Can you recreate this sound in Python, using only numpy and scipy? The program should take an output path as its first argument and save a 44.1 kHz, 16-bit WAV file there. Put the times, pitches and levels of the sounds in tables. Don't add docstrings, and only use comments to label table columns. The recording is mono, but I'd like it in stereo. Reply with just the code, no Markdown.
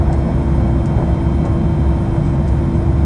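import sys
import numpy as np
from scipy import signal
from scipy.fft import rfft, irfft, next_fast_len
from scipy.io import wavfile
from scipy.ndimage import uniform_filter1d, minimum_filter1d, map_coordinates

SR = 44100
rng = np.random.default_rng(int(sys.argv[2]) if len(sys.argv) > 2 else 0)


def generate_wav(sig):
    pcm = np.round(np.clip(np.atleast_2d(sig).T, -1, 1) * 32767).astype(np.int16)
    wavfile.write(sys.argv[1], SR, pcm)


N = 134505

TRIM_T60_S, TRIM_RIGHT_DB = .02, -9


def amp(db):
    return 10 ** (np.asarray(db) / 20)


def unit(x):
    return x / np.sqrt(np.mean(np.abs(x) ** 2) + 1e-20)


def along(points, hz):
    f, v = np.transpose(points)
    return np.interp(np.log(hz + 1), np.log(f + 1), v)


def wobble(rate):
    knots = rng.standard_normal(1024)
    coarse = np.arange(0, N + 64, 64)
    curve = map_coordinates(knots, [coarse * rate / SR + 2], mode="wrap")
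    return unit(np.interp(np.arange(N), coarse, curve))


def filtered(x, response):
    size = next_fast_len(N + SR // 4)
    hz = np.fft.rfftfreq(size, 1 / SR)
    return irfft(rfft(x, size) * response(hz), size)[..., :N]


def cabin_noise(spectrum):
    # f/Hz, likeness (1 = the same)
    likeness = [(40, .995), (80, 1), (130, 0.9), (250, 0.98), (350, 0.21), (450, 0.43), (750, 0.21),
                (1000, 0.16), (1250, 0.23), (1800, 0.59), (2300, 0.38), (2850, .5), (3500, 0.27),
                (5500, 0.23), (8000, 0.31), (9200, 0.63)]
    # f/Hz, level/dB
    balance = [(60, 4.5), (110, -0.2), (160, 2.5), (260, 8), (400, 3), (600, 4), (700, 2), (1000, 4.5),
               (1500, 4), (2100, 1), (3000, 6), (3700, 10.5), (4400, 4), (5000, 14), (7500, 11), (8500, -2),
               (9300, 1)]
    # f/Hz, phase/rad
    lead = [(100, 0), (150, 0.32), (250, 0), (340, 1.85), (600, 2), (800, 3.5), (1800, 3.5), (2200, 6.5),
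            (3000, 9.5), (4400, 10.5), (8500, 14.5), (9600, 2.5)]
    spread = lambda hz: np.arccos(np.clip(along(likeness, hz), -1, 1)) / 2
    colour = lambda hz: amp(along(spectrum, hz)) * [np.cos(spread(hz)), np.sin(spread(hz))]
    white = rng.standard_normal((2, N)) * np.sqrt(SR / 2)
    mid, side = filtered(white, colour)
    half = np.array([[.5], [-.5]])
    placement = lambda hz: amp(half * along(balance, hz)) * np.exp(1j * half * along(lead, hz))
    return filtered(np.array([mid + side, mid - side]), placement)


def wheels():
    # f/Hz, level/dB per Hz
    rumble_spectrum = [(15, -73), (33, -57), (43, -38), (56, -43), (80, -40), (100, -38), (140, -61.5),
                       (400, -110)]
    # f/Hz, level/dB per Hz
    drum_spectrum = [(50, -76.5), (100, -41.5), (128, -36.5), (165, -38), (200, -46), (222, -43),
                     (248, -48.5), (264, -44.5), (312, -55.5), (356, -47.5), (400, -62.5), (600, -67),
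                     (1200, -110)]
    # t/s, gain/dB
    drum_levels = [(0, -1.5), (.14, -1), (.3, 1.5), (.65, -.5), (1.0, 2), (1.2, 0.6), (1.6, 1.5), (2.1, -1),
                   (2.32, 1.5), (2.5, -0.5), (2.87, 1.3), (3.05, 0)]
    # t/s, level/dB
    boom_levels = [(0, -16.5), (.4, -20.5), (.57, -16.5), (1.0, -21.5), (1.12, -18), (1.75, -23),
                   (1.87, -15), (2.2, -30.5), (2.5, -14.5), (2.65, -26), (2.87, -17.5), (3.05, -14)]
    # f/Hz, level/dB per Hz
    roar_spectrum = [(200, -60), (400, -55.5), (520, -55), (600, -52), (680, -52), (760, -56), (810, -58),
                     (1000, -60.5), (1200, -72), (1600, -69), (2500, -92), (5000, -115)]
    # t/s, rise/dB, half length/s
    patches = [(0.078, 2, 0.12), (0.29, 1.5, 0.056), (0.628, 1.2, 0.049), (1.005, 4.5, 0.045),
               (1.098, 4, 0.019), (1.452, 3, 0.063), (1.86, 4, 0.022), (2.166, 4, 0.027)]
    boom_hz, boom_width_hz = 68.3, 5
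    roar_gain_db, roar_fade_db_per_s = .5, .84
    t = np.arange(N) / SR
    gain = lambda curve: amp(np.interp(t, *np.transpose(curve)))
    rough_db = sum(db * np.exp(-((t - s) / length) ** 2) for s, db, length in patches)
    roar = cabin_noise(roar_spectrum) * amp(roar_gain_db + rough_db - roar_fade_db_per_s * t)
    sway = wobble(2 * boom_width_hz) + 1j * wobble(2 * boom_width_hz)
    sway = sway / np.sqrt(.2 + np.abs(sway) ** 2)
    boom = gain(boom_levels) * unit(np.real(sway * np.exp(2j * np.pi * boom_hz * t)))
    rumble = cabin_noise(rumble_spectrum)
    drumming = gain(drum_levels) * cabin_noise(drum_spectrum)
    return rumble + drumming + boom + roar


def shaft_tone(hz, left_db, right_db, lead, share, speed, flutter_hz, apart):
    flutter = lambda: unit(wobble(flutter_hz) + 1j * wobble(flutter_hz))
    steady = np.exp(2j * np.pi * (hz * np.cumsum(speed) / SR + rng.random()))
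    common = np.sqrt(1 - share ** 2) + share * flutter()
    sides = []
    for db, phase in [(left_db, lead), (right_db, 0)]:
        sway = common + apart * share * flutter()
        sides.append(amp(db) * unit(np.real(sway * steady * np.exp(1j * phase))))
    return np.array(sides)


def engines():
    # f/Hz, left level/dB, right level/dB, left lead/rad, fluttering share (0-1)
    hums = [(333.6, -25.2, -36, 1.7, .17), (909, -40.3, -50, -1.4, .35), (1069, -49.5, -54, -.9, .9),
            (1235, -48, -49, -2.8, .9), (1400, -49.5, -58, -2.9, .9), (1543, -51, -55, -2.7, .9),
            (1818, -56, -59, -2.4, .9), (1998, -64, -65, 0, .9), (2244, -56.5, -60.5, .6, .35),
            (2667, -67, -68, 1.8, .9), (8001, -69, -77, 2.9, .4)]
    # settled f/Hz, left level/dB, right level/dB, left lead/rad,
    # fluttering share (0-1), loudest at t/s, fall on either side/dB per s, engine (0 or 1)
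    whines = [(3115.5, -54.6, -57.6, .3, .1, 1.18, 3.2, 0), (3136, -62.5, -65.5, .3, .1, 1.9, 1.5, 1),
              (3500, -67, -76, 0, .9, 2, 1, 0), (3975, -63, -73.5, -.9, .3, 1.6, 4.5, 0),
              (4172, -63, -69.5, .3, .25, .6, .5, 0), (5040, -68, -75, 0, .6, 2.4, 6, 0),
              (5238, -61.5, -72, -1.8, .5, .2, 4, 0), (8345, -69.5, -72, 1.5, .3, .4, 4, 0),
              (9008, -66, -66, -.8, .55, 2.6, 2, 0), (9020, -72, -72, -.8, .5, .7, 4, 1),
              (9410, -72, -72, -2.6, .5, .7, 2, 0)]
    hum_gain_db = 3.5
    extra_speed, settle_s = (.018, .0135), 1.7
    t = np.arange(N) / SR
    hum = sum(shaft_tone(*row, speed=np.ones(N), flutter_hz=11, apart=.29) for row in hums)
    whine = np.zeros((2, N))
    for *row, loudest_s, fall, engine in whines:
        speed = 1 + extra_speed[engine] * np.exp(-t / settle_s)
        swell = unit(amp(-fall * np.abs(t - loudest_s)))
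        whine += swell * shaft_tone(*row, speed, flutter_hz=24.24, apart=.2)
    return amp(hum_gain_db) * hum + whine


def air():
    # f/Hz, level/dB per Hz
    spectrum = [(300, -104), (900, -64), (1500, -69.5), (2000, -74), (2500, -78), (3000, -85), (3500, -84),
                (3900, -85.5), (4400, -92.5), (4900, -91), (5300, -91.5), (5700, -93.5), (7500, -95.5),
                (12000, -84.5)]
    waver_db = .29
    return cabin_noise(spectrum) * amp(waver_db * wobble(rate=7))


def joints():
    # t/s, clack level/dB, thump level/dB
    hits = [(.097, -12, -26), (.136, -15.5, -26), (.287, -17.5, -9), (.985, -18, -15), (1.022, -18.5, -13),
            (1.455, -14.5, -22), (1.555, -20, -12), (2.265, -21, -19)]
    # f/Hz, relative level/dB
    colour = [(250, -12), (500, -2.5), (780, 6.5), (1050, -17.5), (1700, -13.5), (3000, -49.5),
              (6000, -72.5)]
    rise_s, clack_t60_s, thump_t60_s, thump_hz = .0015, .05, .14, 121
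    out = np.zeros((2, N))
    knock = unit(cabin_noise(colour))
    for start, clack_db, thump_db in hits:
        age = np.maximum(np.arange(N) / SR - start, 0)
        clack = amp(clack_db - 60 * age / clack_t60_s) * knock
        thump = amp(thump_db - 60 * age / thump_t60_s) * np.sin(2 * np.pi * thump_hz * age)
        out += (1 - np.exp(-age / rise_s)) * (clack + thump)
    return out


def trim_ticks():
    # t/s, level/dB, rise time/s, bounce relative to the tick/dB
    ticks = [(.1275, -31.5, .0005, -11), (.181, -43, .0007, -15), (.857, -31, .0004, -19),
             (1.4522, -33.3, .0006, -12), (2.4762, -34.5, .001, -7.5)]
    # f/Hz, relative level/dB
    colour = [(1000, -22), (3000, -7), (3900, -2), (4400, -5), (5050, 2), (5800, -1), (7100, 0), (7450, -3),
              (8100, 1), (8600, -1), (9200, -8), (9700, -10)]
    bounce_s, echo_db, echo_t60_s = .009, -10, .11
    out = np.zeros((2, N))
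    crack = unit(filtered(rng.standard_normal((2, N)), lambda hz: amp(along(colour, hz))))
    for s, db, rise_s, bounce_db in ticks:
        for start, level_db in [(s, db), (s + bounce_s, db + bounce_db)]:
            age = np.maximum(np.arange(N) / SR - start, 0)
            attack = 1 - np.exp(-age / rise_s)
            ring = amp(-60 * age / TRIM_T60_S)
            echo = amp(echo_db - 60 * age / echo_t60_s)
            out += amp(level_db) * attack * (ring + echo) * crack
    return out * amp([[0], [TRIM_RIGHT_DB]])


def trim_rubs():
    # t/s, level/dB, half length/s
    rubs = [(2.17, -54, .018), (2.275, -46.5, .024), (2.34, -57, .04), (2.76, -53, .025)]
    # f/Hz, relative level/dB
    colour = [(2000, -25), (4400, -8), (5000, -2), (6500, -4), (7000, 0), (7450, -4), (8200, 3), (8800, -8),
              (9700, -14)]
    slips_per_s = 600
    t = np.arange(N) / SR
    slips = (rng.random(N) < slips_per_s / SR) * rng.standard_normal(N)
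    age = t[:int(TRIM_T60_S * SR)]
    ring = rng.standard_normal((2, len(age))) * amp(-60 * age / TRIM_T60_S)
    ringing_slips = signal.fftconvolve(slips[None], ring, axes=1)[:, :N]
    scrape = unit(filtered(ringing_slips, lambda hz: amp(along(colour, hz))))
    flurries = sum(amp(db) * np.exp(-((t - s) / length) ** 2) for s, db, length in rubs)
    return scrape * flurries * amp([[0], [TRIM_RIGHT_DB]])


def scene():
    return wheels() + joints() + engines() + air() + trim_ticks() + trim_rubs()


def record(dry):
    ceiling, smooth_s, top_hz = .9, .01, 9620
    size = int(smooth_s * SR)
    needed_gain = ceiling / np.maximum(np.abs(dry).max(axis=0), ceiling)
    gain = uniform_filter1d(minimum_filter1d(needed_gain, 2 * size), size)
    return filtered(dry * gain, lambda hz: 1 / np.sqrt(1 + (hz / top_hz) ** 240))


dry = scene()
out = record(dry)
generate_wav(out)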